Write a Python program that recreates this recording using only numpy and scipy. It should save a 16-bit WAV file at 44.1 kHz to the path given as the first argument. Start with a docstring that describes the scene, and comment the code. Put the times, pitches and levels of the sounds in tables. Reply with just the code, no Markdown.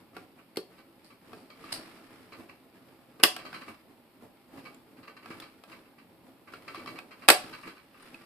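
"""In a quiet room, a handheld meter is turned over and worked close to a small stereo microphone.
Hands rustle on it (coloured, fluttering noise), and the grip creaks (noise ringing the case).
Its dial snaps twice, hard enough to overload the microphone; buttons and case tick lightly
(fading tones and noise bursts). Fingers slide over the plastic with a hiss.
The room adds a short echo (fading noise and one wall) and a faint noise of still air."""
import sys
import numpy as np
from scipy import signal
from scipy.fft import rfft, irfft, next_fast_len
from scipy.io import wavfile
from scipy.ndimage import uniform_filter1d

SR = 44100
rng = np.random.default_rng(int(sys.argv[2]) if len(sys.argv) > 2 else 0)


def to_wav(sig):
    """Store sig (one row per channel, or 1-D mono) as 16-bit WAV at the path in sys.argv[1].

    Samples outside -1..1 are clipped; the rate is SR.
    """
    pcm = np.clip(np.atleast_2d(sig), -1, 1) * 32767
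    pcm = np.round(pcm).astype(np.int16)
    wavfile.write(sys.argv[1], SR, pcm.T)  # frames by channels


N = 364131
TIME = np.arange(N) / SR


def undb(db):
    """Turn decibels into a gain."""
    return 10 ** (np.asarray(db) / 20)


def unit(x):
    """Scale to an rms of 1."""
    return x / np.sqrt(np.mean(x ** 2))


def at(points, hz):
    """Read a curve of (Hz, value) points on a log-frequency axis."""
    point_hz, value = np.transpose(points)
    return np.interp(np.log(np.maximum(hz, 1)), np.log(point_hz), value)


def freqs(size):
    """Frequencies in Hz of the bins of a spectrum."""
    return np.arange(size // 2 + 1) * SR / size


def colour(x, points):
    """Filter a sound by a curve of (Hz, dB) points."""
    size = next_fast_len(x.shape[-1], True)
    spectrum = rfft(x, size) * undb(at(points, freqs(size)))
    return irfft(spectrum, size)[..., :x.shape[-1]]


def decay(t, t60):
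    """Die away by 60 dB in t60 seconds."""
    return np.exp(-np.log(1000) * t / t60)


def port_noise(count):
    """White noise at the two microphone ports: most alike in the low mids, unrelated in the treble."""
    # likeness of the two ports: pitch_hz, correlation (0-1)
    likeness = [(30, .5), (120, .7), (280, .95), (450, .9), (750, .72), (1400, .5), (2500, .2), (5000, 0),
                (14000, 0)]
    size = next_fast_len(count, True)
    mid, side = rfft(rng.standard_normal((2, size)))
    alike = at(likeness, freqs(size))
    mid = mid * np.sqrt(1 + alike)
    side = side * np.sqrt(1 - alike)
    return irfft(np.array([mid + side, mid - side]), size)[:, :count] / np.sqrt(2)


def flutter(rate_hz, depth_db):
    """A gain that wanders at random, with rate_hz new random targets a second."""
    knots = rng.standard_normal(8192)
    wander = np.interp(TIME * rate_hz, np.arange(len(knots)), knots)
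    return unit(undb(depth_db * wander))


def add(track, start_s, sound):
    """Mix a sound into a track at a given time."""
    i = int(start_s * SR)
    part = sound[..., :N - i]
    track[..., i:i + part.shape[-1]] += part


def stroke(fade_s, rise_s):
    """Envelope of a short slide: it gathers speed quickly and dies away."""
    t = np.arange(SR // 2) / SR
    return (1 - np.exp(-t / rise_s)) * np.exp(-t / fade_s)


def even(x, width_hz):
    """Level out the chance humps of a noise burst, so that only its fine grain stays random."""
    size = x.shape[-1]
    spectrum = rfft(x)
    mean_power = np.mean(np.abs(spectrum) ** 2, axis=0)
    power = uniform_filter1d(mean_power, max(int(width_hz * size / SR), 1))
    return unit(irfft(spectrum / np.sqrt(power + 1e-18), size))


def burst(t, t60, points):
    """Many close modes struck at once and dying together, made as a fading noise."""
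    fade = decay(t, t60)
    noise = even(port_noise(len(t)) * fade, 300)
    short = colour(noise, points) * (t < .08)
    return unit(short) * np.sqrt(np.mean(fade ** 2))


def still_air():
    """The still air of the room: a steady, faint noise."""
    # colour of the air noise: pitch_hz, level_db
    air_colour = [(15, -52), (25, -17.5), (82, -12), (278, -0.5), (472, -10), (554, -6), (703, -19),
                  (802, -6), (1440, -24), (2250, -17), (3830, -23), (4480, -22), (6160, -35.5), (9410, -26),
                  (14000, -20.5)]
    return undb(-64) * unit(colour(port_noise(N), air_colour))


def hands():
    """Shifting hands bump the holster softly and rub on it: each shift swells, then settles to a quiet hold."""
    # shifts of the hands: fastest_s, fade_s, and relative levels of the dull bumping bump_db
    # and the skin rubbing rub_db
    shifts = [(0.01, 0.042, -59, -62), (0.172, 0.064, -51, -56), (0.39, 0.064, -62, -66),
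              (0.74, 0.13, -59.5, -65), (1.02, .07, -65, -67), (1.24, 0.045, -59, -64),
              (1.34, 0.19, -53, -59.5), (1.73, .24, -50.5, -48), (2.2, 0.27, -57, -60.5),
              (2.4, 0.094, -49, -62), (2.76, 0.067, -58.5, -63.5), (2.9, 0.17, -59.5, -65),
              (3.18, 0.13, -56, -69), (3.4, 0.16, -52.5, -59), (3.55, 0.13, -53.5, -54),
              (3.689, 0.048, -48.5, -52), (3.891, 0.063, -57.5, -68.5), (4.231, 0.065, -54.5, -66),
              (4.59, 0.16, -50, -57), (4.97, 0.16, -55, -69), (5.32, .14, -49, -52.5),
              (5.718, 0.087, -53.5, -56.5), (6.11, 0.054, -60, -71.5), (6.29, 0.069, -57.5, -66.5),
              (6.539, .08, -51.5, -55), (6.76, 0.22, -50.5, -54.5), (6.91, 0.099, -49.5, -57),
              (7.231, 0.13, -54, -57.5), (7.458, 0.2, -51.5, -49.5), (7.668, 0.029, -47, -51.5),
              (8.08, 0.27, -56.5, -55)]
    # colours of bumping and rubbing: pitch_hz, level_db
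    bump_colour = [(30, -25), (100, -8.5), (180, -2.5), (290, 2.5), (450, -6.5), (700, -8.5), (1200, -14.5),
                   (3000, -30.5)]
    rub_colour = [(200, -2.5), (700, -5.5), (1300, 6.5), (1580, -0.5), (1690, 4.5), (1820, 1), (2300, 2),
                  (3500, -5), (5000, -6.5), (7000, -13.5), (10000, -11), (14000, -19)]
    swell_share = .5  # the swell's time scale, as a share of the fade time
    t = TIME[::64]  # slow movement needs few points
    fastest_s, fade_s, bump_db, rub_db = np.transpose(shifts)[..., None]
    age = (t - fastest_s) / fade_s
    speed = np.exp(-np.where(age < 0, (age / swell_share) ** 2, age))

    def strength(shift_db, hold_db):
        """Add the power of all shifts to the little stir of hands that only hold the meter."""
        power = undb(hold_db) ** 2 + np.sum((undb(shift_db) * speed) ** 2, axis=0)
        return np.interp(TIME, t, np.sqrt(power))

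    bumps = unit(colour(port_noise(N), bump_colour)) * flutter(45, 3)
    rubs = unit(colour(port_noise(N), rub_colour)) * flutter(250, 3)
    bumping = strength(bump_db, -64.5) * bumps
    rubbing = strength(rub_db, -70.5) * rubs
    return undb(-3) * (bumping + rubbing)


def creaks():
    """Skin sticks and slips on the case; the dense slips, made as noise, ring its resonances."""
    # creaks of the grip: start_s, relative level_db, brightness_db
    creak_times = [(0.151, -51, -11), (0.384, -49.5, -12), (0.783, -48, 6), (1.1034, -48, 4),
                   (1.501, -45, 10), (1.641, -43.5, 7.5), (1.687, -45, -8), (2.323, -38.5, 6),
                   (2.4, -47.5, -12), (2.4924, -42.5, 2), (3.1976, -40, -10), (3.3893, -37.5, 6),
                   (3.4526, -34.5, 5.5), (3.5405, -32, 5), (3.615, -37, 3), (3.6819, -38.5, -2),
                   (4.575, -45.5, 3), (4.6535, -37.5, 4), (4.9696, -51, 3.5), (5.0317, -46.5, 7),
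                   (5.077, -40.5, 3), (5.1683, -43.5, 5), (5.228, -44.5, -0.5), (5.306, -35, 2),
                   (5.4208, -39, 8), (5.7186, -37.5, 2), (5.8569, -54.5, -3), (5.9844, -47.5, 2.5),
                   (6.4756, -43, -0.5), (6.535, -43.5, 6), (6.6803, -35.5, 4.5), (6.756, -36, 6.5),
                   (6.7934, -42, -2), (6.873, -34, 7.5), (6.9592, -37.5, 4.5), (7.1108, -38.5, 3),
                   (7.2224, -39, 0.5), (7.53, -33.5, 6.5), (7.6344, -36, -11), (7.675, -36.5, 6),
                   (7.766, -45.5, 4), (7.9453, -49, -9)]
    # resonances of the gripped case: pitch_hz, width_hz, level_db
    grip = [(442, 830, -8), (760, 180, -12), (1150, 170, 1), (1350, 53, -4), (1512.5, 22, 0),
            (2064, 130, -4.5), (2260, 41, 4), (2730, 260, -3.5), (3190, 36, -9), (4020, 150, -11.5),
            (4540, 390, -14.5)]
    rise_s, fade_s = 0.0037, 0.022  # every creak grows and dies away alike
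    edge_hz = 2800  # from here up, brightness also sets the level
    force, edge = np.zeros(N), np.zeros(N)
    envelope = stroke(fade_s, rise_s)
    for start_s, level_db, bright_db in creak_times:
        add(force, start_s - rise_s, undb(level_db) * envelope)
        add(edge, start_s - rise_s, undb(level_db + bright_db) * envelope)
    slips = port_noise(N) * flutter(600, 3)
    size = next_fast_len(N, True)
    f = np.maximum(freqs(size), 1)
    low, high = 0, 0
    for k, (hz, width_hz, level_db) in enumerate(grip):
        # neighbouring resonances swing in opposite directions
        mode = (-1) ** k * undb(level_db) / (1 + 1j * (f / hz - hz / f) * hz / width_hz)
        if hz < edge_hz:
            low = low + mode
        else:
            high = high + mode
    spread = np.sqrt(np.mean(np.abs(low + high) ** 2))
    spectrum = rfft(slips * force, size) * low + rfft(slips * edge, size) * high
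    return undb(-6) / spread * irfft(spectrum, size)[:, :N]


def clicks():
    """Each blow rings the shell's modes and the small part that moved, with a brief crack and a clatter."""
    # snaps of the dial and ticks of buttons and case: start_s, relative level_db, thump_db of the
    # hollow case, brightness_db, place on the shell (0-1), part_hz and part_db of the part that moves
    blows = [(0.1657, -25, 5, -27, 0.7, 1410, -8.5), (0.559, -46, -14, 2, 0.9, 2110, 2.5),
             (0.5700, -27, -19, 0.5, 0.1, 4440, -2.5), (0.5735, -47, 11, 10, 0.1, 395, 28),
             (1.3310, -28.5, 7, -27, 0.8, 1220, -15.5), (1.64, -49, -2, -14, .8, 1190, 8.5),
             (2.323, -44, 13, -24, 0.7, 1155, 5), (3.199, -33, 15, -15, .8, 1241, -16),
             (3.231, -22, 12, 0, 0.7, 10800, -2), (3.2354, -2.5, 2, 4, 0, 2928, -7),
             (3.3640, -27.5, -17, -4, 0.8, 2970, -5), (3.5288, -29, -18.5, -21, 0.4, 1530, -6.5),
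             (4.745, -56, -13, 9, 0.24, 7370, 3.5), (5.2580, -31, -15, -20.5, 0.94, 1240, -6.5),
             (5.305, -35, -23, -26, .7, 268, 4.5), (5.4000, -40.5, 2, 4.5, 0, 3500, -1),
             (5.424, -44, -12, -12, .7, 2280, 2), (5.6370, -38, -5, -10, 0.87, 1257, -11),
             (6.537, -34.5, 4, -15, 0.26, 1374, 1.5), (6.7458, -27.5, -17.5, -20, 0.74, 1180, -4.5),
             (6.776, -41, 24, -20, 0.5, 414, -5), (6.86, -31, -13, -16, 0, 1153, -4),
             (6.9875, -28, -4.5, -13.5, 0.67, 2510, -8), (7.281, -21, -18, 2, 0.66, 2460, -2.5),
             (7.2858, 0, 1.5, 1.5, 1, 2580, -12.5), (7.3010, -3.5, 6.5, 4, 0.9, 1840, -10),
             (8.025, -59.5, -16.5, 3.5, 0.7, 9200, 9.5), (8.1443, -39, -13.5, -11, 0.97, 2550, 3.5)]
    # modes of the plastic shell: pitch_hz, t60_s, first_db (struck at place 0), second_db (at place 1)
    shell = [(342.1, 0.067, -16.5, -22.5), (432, .05, -14.5, -17.5), (740, 0.05, -13.5, -9),
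             (942, 0.083, -29.5, -22.5), (1146, 0.087, -15.5, -15.5), (1345, 0.081, -28.5, -12),
             (1607, 0.1, -28, -12.5), (1720, 0.012, -22.5, -21.5), (1810, .045, -13, -20.5),
             (2207, 0.04, -15.5, -16.5), (2527, 0.093, -22.5, -13.5), (2670, 0.041, -13.5, -20),
             (3245, 0.07, -12.5, -24), (4230, 0.073, -20.5, -17), (4590, .03, -12.5, -20),
             (5180, 0.072, -13, -31), (8080, 0.092, -29, -15.5), (8840, .055, -30.5, -19.5),
             (9786, .05, -27.5, -20)]
    # colour of the sharp edge of a click: pitch_hz, level_db
    crack_colour = [(40, -40.5), (1000, -20.5), (3000, -2.5), (5000, -1.5), (7500, -1.5), (9000, 0.5),
                    (11000, -1), (14000, -4.5)]
    # colour of the crowd of close modes: pitch_hz, level_db
    clatter_colour = [(40, -17), (200, -7), (400, 0.5), (800, 1), (1200, 1), (1900, 2), (3000, 0),
                      (5000, -2.5), (7000, -16), (14000, -20)]
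    hollow_hz = 540
    spread_hz = 3600  # from here up, the two ports are a quarter cycle apart
    contact_s = 0.00043  # how quickly a blow builds up
    out = np.zeros((2, N))
    t = np.arange(SR // 10) / SR
    hz, t60, first_db, second_db = np.transpose(shell)
    hollow = 1 / (1 + (hz / hollow_hz) ** 8)
    sign = (-1) ** np.arange(len(hz))
    for start_s, level_db, thump_db, bright_db, place, part_hz, part_db in blows:
        dull_db = min(bright_db, 0) * np.minimum(hz / 8000, 1)  # a soft contact misses the high modes
        place_db = (1 - place) * first_db + place * second_db
        gain = sign * undb(-4 + place_db + thump_db * hollow + dull_db)
        # short waves reach the two ports up to a quarter cycle apart
        shift = rng.choice([-1, 1], len(hz)) * np.minimum(hz / spread_hz, 1)
        lag = np.outer([1, -1], shift) * np.pi / 4
        waves = np.sin(2 * np.pi * hz[:, None] * t + lag[..., None]) * decay(t, t60[:, None])
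        ring = np.sum(gain[:, None] * waves, axis=1)
        part = undb(part_db) * np.sin(2 * np.pi * part_hz * t) * decay(t, .022)
        crack = undb(-4.5 + bright_db) * burst(t, .018, crack_colour)
        clatter = undb(-5.5 + bright_db / 2) * burst(t, 0.03, clatter_colour)
        attack = 1 - np.exp(-t / contact_s)
        add(out, start_s, undb(level_db) * attack * (ring + part + crack + clatter))
    return out


def slides():
    """A fingertip brushes over the plastic: a grainy, bright hiss that follows its speed."""
    # slides of the fingers: start_s, relative level_db, fade_s
    strokes = [(1.041, -66, 0.045), (1.335, -71, 0.11), (1.721, -39.5, 0.024), (7.61, -64.5, 0.041)]
    # colour of the hiss: pitch_hz, level_db
    slide_colour = [(200, -14), (1000, -10), (2500, -7), (3500, -11.5), (4500, 2), (5500, -7), (7000, -14),
                    (9000, -3.5), (11000, -14), (14000, -19)]
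    speed = np.zeros(N)
    for start_s, level_db, fade_s in strokes:
        add(speed, start_s, undb(level_db) * stroke(fade_s, 0.0036))
    hiss = unit(colour(port_noise(N), slide_colour))
    return 2 * speed * hiss * flutter(500, 4.5)


def room(x):
    """Echo of a small room: near surfaces answer first, one wall stands out, the top treble dies first."""
    # how long the echo lasts: pitch_hz, t60_s
    room_t60 = [(200, 0.18), (600, 0.28), (2000, 0.26), (4500, 0.29), (9000, 0.23), (14000, 0.11)]
    # colour of the echo: pitch_hz, level_db
    room_colour = [(100, 0.5), (300, 1), (470, 3.5), (640, 4), (900, -1), (1400, -2), (2000, -2.5),
                   (4500, -0.5), (9000, -1.5), (14000, 2.5)]
    first_echo_s, build_s, early_s = 0.0038, .003, 0.018
    wall_s, wall_db, wall_hz = .018, -16, 1200  # delay, level, edge of the wall's dullness
    size = SR // 2
    t, f = np.arange(size) / SR, freqs(size)
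    noise = rfft(port_noise(size))
    centres = [hz for hz, _ in room_t60]
    tail = 0
    # each band of the noise fades at its own pace
    for share, (_, t60) in zip(np.eye(len(centres)), room_t60):
        band = irfft(noise * at(list(zip(centres, share)), f), size)
        tail = tail + band * decay(t, t60)
    arrival = 1 - np.exp(-np.maximum(t - first_echo_s, 0) / build_s)
    arrival = arrival * (1 + np.exp(-t / early_s))  # near surfaces make the start stronger
    tail = unit(colour(even(tail * arrival, 40), room_colour) * (t < .4))
    diffuse = signal.fftconvolve(x, tail / np.sqrt(size), axes=1)[:, :N]
    wall = np.zeros((2, N))
    dull = signal.butter(1, wall_hz, fs=SR, output="sos")
    add(wall, wall_s, signal.sosfilt(dull, x))
    return undb(-7) * diffuse + undb(wall_db) * wall


def scene():
    """The meter and the hands, their echo, and the still air of the room."""
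    air = still_air()
    friction = hands() + creaks() + slides()
    # so small a case radiates little bass
    bass_cut = signal.butter(2, 165, "high", fs=SR, output="sos")
    hits = signal.sosfilt(bass_cut, clicks())
    echo = room(hits + undb(3) * friction)  # friction feeds the echo 3 dB more strongly
    return hits + friction + echo + air


def record(dry):
    """The two ports differ a little and share a dip in the treble; the hardest snaps overload; the top is cut."""
    # colour shared by both ports: pitch_hz, level_db
    mic_colour = [(5300, 2), (5800, -3.5), (6400, -4.5), (7100, -1), (8000, 1.5)]
    # balance of the ports: pitch_hz, left_minus_right_db
    port_balance = [(300, -1), (600, 0.1), (1300, 0.5), (2700, -2), (4800, 2.5), (8000, -2.5), (14000, 0.5)]
    size = next_fast_len(N, True)
    f = freqs(size)
    balance_db = np.outer([.5, -.5], at(port_balance, f))
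    response = undb(at(mic_colour, f) + balance_db)
    heard = irfft(rfft(dry, size) * response, size)[:, :N]
    overloaded = heard / (1 + (heard / .92) ** 6) ** (1 / 6)  # peaks are rounded off below .92
    top_cut = signal.ellip(10, .2, 70, 14100, fs=SR, output="sos")  # steep cut at 14100 Hz
    return signal.sosfilt(top_cut, overloaded)


dry = scene()
out = record(dry)
to_wav(out)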